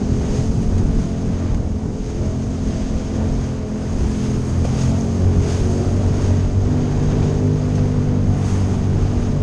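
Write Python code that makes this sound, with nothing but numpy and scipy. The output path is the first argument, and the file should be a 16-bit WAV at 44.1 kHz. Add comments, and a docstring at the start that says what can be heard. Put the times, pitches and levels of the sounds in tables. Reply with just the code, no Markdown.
"""A small jet boat crosses choppy water, heard from inside a sealed case whose cavity rings in the treble.
From the start a three-cylinder four-stroke engine hums through the rumbling hull, spray hisses and wind
buffets the case, flapping most in the first 1.6 s. At 4.7 s a wave slaps the hull; the engine then
speeds up to a peak at 7.5 s, through sheets of spray and a second slap at 6.3 s. It eases a little,
another sheet passes at 8.5 s, and a last, softer wave hits at 9 s."""
import sys
import numpy as np
from scipy import signal
from scipy.io import wavfile

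SR = 44100
rng = np.random.default_rng(int(sys.argv[2]) if len(sys.argv) > 2 else 0)


def unload_audio(sound):
    """Save the sound as a 16-bit wav file, at the path given as the first command line argument."""
    columns = np.transpose(np.atleast_2d(sound))
    # keep every value between -1 and 1, then stretch to whole-number steps
    steps = np.round(np.clip(columns, -1, 1) * 32767)
    wavfile.write(sys.argv[1], SR, steps.astype(np.int16))


N = 415422

# Each row: time in seconds, four-stroke cycle rate in Hz, crank shake in dB, firing tone in dB,
# lift of the drone near 250 Hz in dB.
ENGINE_RUN = [(.05, 41.84, -37, -49, 1), (.12, 42.16, -30.5, -18, 2), (.27, 41.23, -48, -39, -4),
              (.39, 42.17, -27, -20, -1), (.46, 44.3, -34, -25.5, 0), (.71, 44.54, -26.5, -31.5, -1.5),
              (1.13, 44.44, -34, -29.5, 0), (1.42, 44.3, -24, -37, -0.5), (1.58, 43.02, -33, -34, -7),
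              (1.78, 42.34, -24.5, -40, -1), (2.02, 42.93, -42, -37, -7), (2.28, 42.74, -30, -24, -4),
              (2.7, 42.93, -35, -35, 0.5), (3.1, 43.12, -25, -44, -1), (3.33, 43.63, -25.5, -23.5, -0.5),
              (3.67, 42.42, -33, -33, -1), (4.1, 43.17, -28, -27, -1), (4.25, 42.2, -30, -25.5, 3.5),
              (4.6, 42.28, -27.5, -24, -1), (4.75, 43, -30, -21, -1), (4.9, 43.76, -18, -20, 6),
              (5.09, 45.54, -21, -27.5, 0.5), (5.4, 45.65, -27, -26, 0.5), (5.58, 45.5, -23.5, -27, 0),
              (5.75, 45.6, -21, -27, 2), (6.1, 47.2, -20.5, -31, 1), (6.4, 46.51, -21, -29, -0.5),
              (6.51, 47.15, -23, -31, -3.5), (6.59, 48.3, -23, -31, -6), (6.72, 49.51, -22, -22.5, 6),
              (6.98, 48.88, -23.5, -21.5, 1), (7.5, 50.37, -21, -20.5, 5), (7.85, 49.7, -20.5, -22, 2.5),
              (8.22, 49.2, -22.5, -22.5, 2.5), (8.5, 48.1, -21, -29, -0.5), (9.0, 48.17, -21.5, -25.5, 1),
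              (9.35, 47.8, -23, -26, 1)]
# Crank shake booming through the hull. Each row: peak time in seconds, lift in dB, rise and decay in s.
CRANK_BOOMS = [(.12, 16, 0.068, .06), (.39, 14, 0.03, .04), (.76, 11, 0.05, 0.13), (1.44, 3.5, 0.12, 0.052),
               (2.28, 8.5, 0.078, 0.034), (2.65, 10, .05, 0.052), (4.62, 14.5, 0.078, 0.075),
               (5.01, -7, .04, 0.035), (5.27, 16, 0.078, 0.091), (5.98, 1, 0.044, .05),
               (6.32, 1.5, 0.048, .05), (6.58, 11.5, 0.043, 0.053), (8.2, 9, 0.057, 0.028),
               (8.61, 3.5, 0.048, 0.057)]
# Exhaust hum near 180 Hz. Each row: time in seconds, level of order 4 in dB.
EXHAUST_HUM = [(0, -47), (.45, -29), (.6, -22), (.75, -39), (1.2, -27.5), (1.6, -42), (4.5, -36.5),
               (5.2, -24), (5.6, -31.5), (6.5, -34.5), (7.1, -33), (7.7, -33.5), (8.2, -28.5), (8.8, -26.5),
               (9.4, -36)]
# Slow, middle and fast cycle rate in Hz.
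DRONE_RATES_HZ = [43, 46, 50]
# Drone over hull and exhaust resonances. Each row: order, level in dB at each of those three rates.
DRONE_ORDERS = [(5, -27.5, -27.5, -28), (6, -30, -32.5, -39.5)]
# Fading overtones. Each row: time in seconds, levels of orders 8, 9, 10 and 12 in dB.
OVERTONES = [(0.1, -40, -40, -35, -43), (0.4, -48, -50, -34.0, -41), (0.7, -46, -41, -42.5, -46),
             (1.0, -46.0, -41, -34.5, -52), (1.3, -41, -41, -40, -46), (1.6, -42, -55, -39.5, -46),
             (1.9, -53, -45, -38, -48), (2.2, -35, -47, -37.5, -43), (2.5, -55, -42, -41, -51),
             (2.8, -47, -55.0, -42, -45), (3.1, -42, -46, -36.5, -42), (3.4, -48.0, -40, -38, -44),
             (3.7, -42, -51, -37, -42), (4.0, -43, -52, -39.5, -44), (4.3, -38, -50, -34, -46.0),
             (4.6, -38, -45.0, -43.0, -53), (4.9, -58, -47, -40, -41), (5.2, -35, -35, -44, -39),
             (5.5, -35, -31, -36, -51), (5.8, -28, -40, -38.5, -40), (6.1, -37.5, -35, -40, -46),
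             (6.4, -37.5, -34, -42.0, -44), (6.7, -34, -35.5, -41, -43), (7.0, -38, -38, -38, -53),
             (7.3, -30.5, -30.5, -42, -39), (7.6, -32, -35, -40, -45), (7.9, -36, -32, -34.5, -46),
             (8.2, -37.5, -38.5, -39, -45), (8.5, -38.5, -36, -47, -56), (8.8, -35.5, -41, -52.0, -45.5),
             (9.1, -43.5, -40, -47, -50), (9.4, -40, -37, -41, -39)]
# Thin growl at 550-700 Hz. Each row: time in seconds, levels of orders 15 and 13 in dB.
GROWL_LEVELS = [(0, -50, -52), (.4, -40, -52), (.7, -53, -53), (1.13, -41, -58), (1.5, -55, -47),
                (2.1, -57, -58), (2.24, -39, -56), (2.5, -46.5, -53), (2.75, -41, -56), (2.95, -43, -52),
                (3.17, -44, -54), (3.38, -45.5, -58), (3.55, -40, -52), (3.75, -45, -50), (3.95, -43, -49),
                (4.2, -62, -55), (5.0, -39, -47), (5.3, -60, -51), (5.85, -39, -40), (6.2, -54, -43),
                (6.45, -46, -40), (6.7, -55, -50), (7.5, -60, -44), (8.6, -48, -65), (9.4, -54, -41)]
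# Weak steady buzz. Each row: order, level in dB.
BUZZ_ORDERS = [(1, -36), (7, -47), (11, -52), (14, -51), (16, -55), (18, -59.5)]
# Air past the case, water under the hull. Each row: time in seconds, wind in dB, rumble in dB.
FLOW_LEVELS = [(0, -17, -25.5), (.4, -25, -24), (.62, -17.5, -28.5), (.8, -21, -25.5), (.9, -24, -24.5),
               (.96, -21, -24.5), (1.17, -24.5, -29.5), (1.55, -24, -27), (2, -26, -29.5),
               (2.3, -30.5, -26), (2.6, -29.5, -28), (2.89, -24.5, -26), (3.12, -31, -26),
               (3.22, -24, -21.5), (3.36, -23.5, -27.5), (3.52, -33, -29.5), (3.85, -35, -26.5),
               (4, -25.5, -26.5), (4.4, -27.5, -27), (4.6, -24.5, -25), (4.75, -27, -22.5),
               (5.1, -38, -24.5), (5.45, -24, -23.5), (6.2, -21.5, -23), (6.48, -21, -28), (6.7, -25, -23),
               (7.2, -21, -22.5), (7.6, -23.5, -25), (8.2, -26.5, -25.5), (8.55, -26, -23.5),
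               (8.7, -30, -24), (8.85, -23, -26), (9, -19.5, -24.5), (9.42, -23, -25.5)]
# Hull rumble. Each row: frequency in Hz, relative density in dB.
RUMBLE_SPECTRUM = [(47, -15), (80, 2.5), (172, -5.5), (232, -6.5), (305, -9.5), (431, -10), (559, -20),
                   (655, -16), (953, -24), (2500, -42), (3250, -67), (5500, -120)]
# Wind on the case. Each row: frequency in Hz, relative density in dB.
WIND_SPECTRUM = [(8.8, -40), (15, 1), (42, 5), (70, 0), (110, -2.5), (166, -2.5), (228, -7), (271, -13.5),
                 (300, -9), (390, -41.5), (660, -120)]
# Gusts and lulls. Each row: peak time in seconds, lift in dB.
WIND_GUSTS = [(.06, -3.5), (.85, 7), (1.31, 3), (1.52, 3.5), (1.65, 5.5), (2.25, 9.5), (2.46, 8),
              (2.68, 11), (2.97, 3), (3.4, 7), (3.97, 6.5), (4.04, 7), (4.9, 7), (5.2, 8), (5.38, 10.5),
              (7.4, -4), (7.53, -5), (7.87, 5), (8.26, 8), (8.79, 6)]
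# Pressure swings on the case. Each row: centre in seconds, envelope peak in dB, pitch in Hz.
WIND_FLAPS = [(.31, -14, 35), (.48, -10, 85), (.505, -11, 55), (.585, -9.5, 110), (.65, -15, 35),
              (.69, -11, 50), (.75, -13, 30), (.8, -10, 100), (.845, -8.5, 38), (.94, -12, 45),
              (.985, -13, 45.03), (1.021, -15, 110), (1.499, -14, 70), (1.525, -13, 35),
              (1.604, -10, 110.1), (2.46, -14, 90), (2.68, -11, 60), (2.96, -15, 50), (3.39, -16, 44.96),
              (4.01, -20, 45), (4.65, -15, 45), (5.25, -17, 45), (5.37, -17, 50), (7.09, -13, 45),
              (8.26, -15, 44.94), (8.75, -19, 44.97)]
# Waves on the hull. Each row: start in seconds, strength in dB.
WAVE_HITS = [(4.651, -20.5), (6.306, -22.5), (8.957, -28)]
# Each row: frequency in Hz, gain in dB, T60 in seconds.
HULL_MODES = [(532, 2, 0.043), (608, 0.5, 0.055), (647, -13, 0.04)]
# Spray hiss. Each row: frequency in Hz, relative density in dB.
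SPRAY_SPECTRUM = [(500, -2), (1000, -1), (2000, -6), (3200, -7), (4900, -10), (5700, -8.5), (7500, -14),
                  (9300, -14.5), (11200, -25.5), (12000, -43), (14000, -57.5)]
# Steady spray along the hull. Each row: time in seconds, level in dB, tilt in dB per octave.
SPRAY_WASH = [(0, -43.5, 1), (.55, -42.5, 1.5), (.72, -42, 0), (.88, -43.5, 0), (1.1, -43.5, -0.5),
              (1.5, -42, -2.5), (1.62, -47.5, 0.5), (1.9, -47.5, 1.5), (2.1, -42, 0), (2.55, -44.5, 0.5),
              (3.4, -43, 0), (3.62, -45.5, -2), (4.0, -41.5, -0.5), (4.45, -41, -1), (4.56, -41, -2),
              (4.62, -42, -1), (5, -39.5, 0.5), (5.3, -41, -1.5), (6, -40, -0.5), (6.42, -41.5, -2),
              (6.53, -44.5, -1), (6.66, -42, -1), (6.85, -40.5, -2), (7.3, -40.5, -0.5), (7.5, -42.5, -1),
              (7.9, -42, -2), (8.1, -44, -3.5), (8.3, -46, -3), (8.8, -44, -3), (9.2, -41, -2.5),
              (9.42, -44, -1.5)]
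# Sheets and splashes from the bow. Each row: peak time in seconds, lift in dB, rise and decay in s,
# added tilt in dB per octave.
BOW_SPLASHES = [(.25, 1, .05, 0.061, -2), (.38, 7, 0.17, 0.064, -0.5), (.782, 7, .003, 0.016, -1),
                (.99, 4, 0.027, 0.085, -0.5), (1.5455, 10, 0.0015, 0.003, -2.5), (2.7, 5, 0.11, 0.37, -0.5),
                (3.44, 3, 0.01693, 0.055, -1), (4.27, 4, 0.27, 0.086, .3),
                (4.648, 6.5, 0.0029, 0.0205, -0.5), (4.5, 2, 0.03, .04, 1.5), (4.82, 7.5, 0.11, 0.072, 0.5),
                (5.5, 8.5, 0.055, 0.15, 1.7), (5.72, -0.5, .06, .07, 2), (6.22, 5, 0.051, 0.17, 0.5),
                (7.12, 3, 0.011, .02, -3.5), (7.225, 4, 0.003, 0.031, -3), (7.756, 5, .003, 0.017, 1),
                (7.782, 3, 0.0041, 0.025, -2.5), (8.5, 10.5, 0.15, 0.17, 2), (8.73, 3, .06, .04, 1),
                (9.019, 2.5, 0.0033, 0.017, 0), (9.225, 3, 0.00299, 0.014, -1)]
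# Sizzle above 8 kHz. Each row: time in seconds, lift in dB at 10 kHz.
SPRAY_SIZZLE = [(0, -3), (.45, 0), (1.0, 1.5), (1.5, -0.5), (2.0, -2), (3.0, -3), (3.6, 1), (4.0, 1.5),
                (4.5, 3), (4.82, 0.5), (5.3, 0.5), (5.7, 0.5), (6.2, 0.5), (6.8, -2), (7.5, -1), (8.2, 1.5),
                (8.43, 4), (8.7, 3), (9.4, 1)]
# Hiss near 3 kHz swelling and hollowing between waves. Each row: time in seconds, lift in dB.
SPRAY_MIDS = [(0, 1), (.25, 0.5), (.55, 0), (.9, 0), (1.3, -0.5), (1.8, 0.5), (2.3, -0.5), (2.75, 1),
              (3.3, 0.5), (3.9, -1.5), (4.2, 0), (4.5, -2.5), (4.8, 0.5), (5.15, -1.5), (5.5, 0), (6.0, 0),
              (6.6, -0.5), (7.2, 1), (7.8, 0), (8.2, 0), (8.55, -1.5), (9.0, 0.5), (9.4, 0)]
# Drops on the case. Each row: start in seconds, level in dB, pitch in Hz, T60 in seconds.
DROP_HITS = [(.7815, -33, 7000, .002), (1.5372, -40, 9500, .0015), (1.5455, -33, 9500, .001),
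             (5.0103, -27, 6000, .006), (5.4241, -31, 6300, .004), (7.7555, -34, 3000, .003),
             (8.2155, -34, 4012, 0.0031)]
# Air gaps in front of the microphone. Each row: centre in Hz, width in Hz, lift in dB.
CAVITY_MODES = [(4020, 920, -2), (4820, 880, 3), (6503, 373, 10.5), (10050, 1900, -10)]


def engine(phase_rad, cycle_hz, shake_db, firing_db, drone_db):
    """Two crank turns (order 2) and three firings (order 3) a cycle; uneven cylinders add the rest."""
    low = [(2, shake_db + swells(CRANK_BOOMS)), (3, firing_db), (4, *curves(EXHAUST_HUM))]
    drone = [(k, drone_db + np.interp(cycle_hz, DRONE_RATES_HZ, db)) for k, *db in DRONE_ORDERS]
    upper = zip([8, 9, 10, 12, 15, 13], curves(OVERTONES) + curves(GROWL_LEVELS))
    return (orders(phase_rad, low, waver_db=1.5, waver_rad=0.46)
            + orders(phase_rad, drone, waver_db=1.3, waver_rad=0.26)
            + orders(phase_rad, upper, waver_db=1.74, waver_rad=0.59)
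            + orders(phase_rad, BUZZ_ORDERS, waver_db=3.0, waver_rad=1.0))


def orders(phase_rad, rows, waver_db, waver_rad):
    """Sines on multiples of the cycle rate, rms 1 at 0 dB, wavering in level and phase."""
    out = 0
    for order, db in rows:
        gain = np.sqrt(2) * from_db(db + waver_db * (drift(6.4) + 0.63 * drift(19)))
        out += gain * np.cos(order * phase_rad + rng.uniform(-2.14, 1.72) + waver_rad * drift(3.2))
    return out


def hull_rumble(level_db, phase_rad, puff_db=1.0):
    """Water rushing under the hull and exhaust puffs, swelling once an engine cycle."""
    noise = banded(rng.standard_normal((2, N)), RUMBLE_SPECTRUM, flicker_db=0.84, flicker_hz=5.4)
    return from_db(level_db + puff_db * np.cos(phase_rad)) * noise


def wind(level_db, gust_s=0.057, lumps_db=2.2, lumps_hz=21):
    """Air buffets the case: lumpy low noise, lifted briefly by gusts."""
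    gust_db = swells([(s, db, gust_s, gust_s) for s, db in WIND_GUSTS]) + lumps_db * drift(lumps_hz)
    noise = banded(rng.standard_normal((2, N)), WIND_SPECTRUM, flicker_db=0.8, flicker_hz=15)
    return from_db(level_db + gust_db) * noise


def wind_flaps(half_width_cycles=0.52):
    """Each flap is one short pressure swing at a random phase."""
    t = np.arange(N) / SR
    out = np.zeros(N)
    for s, db, hz in WIND_FLAPS:
        near = slice(round((s - .08) * SR), round((s + .08) * SR))
        cycles = hz * (t[near] - s)
        envelope = from_db(db) * np.exp(-(cycles / half_width_cycles) ** 2)
        out[near] += envelope * np.cos(2 * np.pi * cycles + rng.uniform(0, 2 * np.pi))
    return out


def wave_slaps(cutoff_hz=1100):
    """Waves ring the hull modes; water is a soft blow, so the top is dull."""
    starts = [round(s * SR) for s, _ in WAVE_HITS]
    hit_db = np.array(WAVE_HITS)[:, 1]
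    out = np.zeros(N)
    for hz, mode_db, t60_s in HULL_MODES:
        clicks = np.zeros(N)
        clicks[starts] = from_db(hit_db + mode_db + rng.normal(0, 1.4, len(starts)))
        out += ring(clicks, hz, t60_s)
    return signal.sosfilt(signal.butter(2, cutoff_hz, fs=SR, output="sos"), out)


def spray(ticks_per_s=400, tick_db=9.0):
    """Dense droplets: hiss with sharp ticks, more in heavy spray; splashes swell and die away."""
    level_db, tilt_db_oct = curves(SPRAY_WASH)
    level_db += swells([row[:4] for row in BOW_SPLASHES])
    tilt_db_oct += swells([(s, tilt, rise, decay) for s, _, rise, decay, tilt in BOW_SPLASHES])
    tick_chance = ticks_per_s * from_db(level_db - level_db.mean()) / SR
    ticks = (rng.random((2, N)) < tick_chance) * rng.standard_normal((2, N)) * from_db(tick_db)
    hiss = banded(rng.standard_normal((2, N)) + ticks, SPRAY_SPECTRUM, flicker_db=0.45, flicker_hz=22,
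                  tilt_db_oct=tilt_db_oct, top_db=curves(SPRAY_SIZZLE)[0], mid_db=curves(SPRAY_MIDS)[0])
    return from_db(level_db) * hiss


def drops():
    """Single drops tick on the case, each ringing briefly at its own pitch."""
    out = np.zeros(N)
    for s, db, hz, t60_s in DROP_HITS:
        start = round(s * SR)
        click = from_db(db) * signal.unit_impulse(800)
        out[start:start + len(click)] += ring(click, hz, t60_s)
    return out


def banded(noises, spectrum, flicker_db, flicker_hz, tilt_db_oct=0, top_db=0, mid_db=0):
    """Flickering third-octave bands, cut alternately from two noises; rms near 1 before the lifts."""
    hz, db = np.transpose(spectrum)
    out, power = 0, 0
    common = drift(flicker_hz)
    edges_hz = hz[0] * 2 ** np.arange(0, np.log2(hz[-1] / hz[0]) + .3, 1 / 3)
    for k, (low, high) in enumerate(zip(edges_hz, edges_hz[1:])):
        centre_hz = np.sqrt(low * high)
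        band = signal.sosfilt(signal.butter(2, [low, high], "band", fs=SR, output="sos"), noises[k % 2])
        band *= from_db(np.interp(np.log(centre_hz), np.log(hz), db))
        power += np.mean(band ** 2)
        lift_db = flicker_db * (1.04 * common + drift(flicker_hz))
        lift_db += tilt_db_oct * np.log2(centre_hz / 4000)
        lift_db += top_db * np.clip(2 * np.log2(centre_hz / 7000), 0, 2)
        lift_db += mid_db * np.exp(-(np.log2(centre_hz / 3200) / 0.6) ** 2)
        out += band * from_db(lift_db)
    return out / np.sqrt(power)


def ring(clicks, hz, t60_s):
    """One mode: a unit click starts a decaying sine of height 1."""
    r = from_db(-60 / (t60_s * SR))
    w = 2 * np.pi * hz / SR
    return signal.lfilter([0, np.sin(w)], [1, -2 * r * np.cos(w), r * r], clicks + 1e-18)


def drift(rate_hz, hop=40):
    """Slow random wander of rms 1: noise through two one-pole low-passes."""
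    r = np.exp(-2 * np.pi * rate_hz * hop / SR)
    slow = signal.lfilter([1], [1, -2 * r, r * r], rng.standard_normal(N // hop + 2002))[2000:]
    slow /= np.sqrt(np.mean(slow ** 2))
    return np.interp(np.arange(N) / hop, np.arange(len(slow)), slow)


def swells(rows):
    """Sum in dB of lifts that rise and decay exponentially."""
    t = np.arange(0, N + 20, 20) / SR
    lift_db = sum(db * np.exp(-np.abs(t - s) / np.where(t < s, rise_s, decay_s))
                  for s, db, rise_s, decay_s in rows)
    return np.interp(np.arange(N) / SR, t, lift_db)


def curves(rows):
    """Columns of a timed table, interpolated to every sample."""
    times_s, *columns = np.transpose(rows)
    return [np.interp(np.arange(N) / SR, times_s, column) for column in columns]


def from_db(db):
    """Decibels to gain."""
    return 10 ** (np.asarray(db) / 20)


def case_cavity(x):
    """Each air gap lifts or dips its own band."""
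    for hz, width_hz, db in CAVITY_MODES:
        r = np.exp(-np.pi * width_hz / SR)
        feedback = [1, -2 * r * np.cos(2 * np.pi * hz / SR), r * r]
        band = signal.lfilter(np.array([1, 0, -1]) * (1 - r * r) / 2, feedback, x)
        x = x + (from_db(db) - 1) * band
    return x


def scene():
    """Engine, hull, wind and spray, in mono."""
    cycle_hz, shake_db, firing_db, drone_db = curves(ENGINE_RUN)
    wind_db, rumble_db = curves(FLOW_LEVELS)
    phase_rad = 2 * np.pi * np.cumsum(cycle_hz) / SR
    tones = engine(phase_rad, cycle_hz, shake_db, firing_db, drone_db)
    water = hull_rumble(rumble_db, phase_rad) + wave_slaps() + spray() + drops()
    return (tones + water + wind(wind_db) + wind_flaps())[None]


def record(dry, rolloff_hz=11400, stopband_hz=12900):
    """Cavity colour, soft clipping, microphone roll-off, steep top cut."""
    rounded = 0.77 * np.tanh(case_cavity(dry) / 0.82)
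    rolled = signal.sosfilt(signal.butter(8, rolloff_hz, fs=SR, output="sos"), rounded)
    return signal.sosfilt(signal.cheby2(18, 45, stopband_hz, fs=SR, output="sos"), rolled)


dry = scene()
out = record(dry)
unload_audio(out)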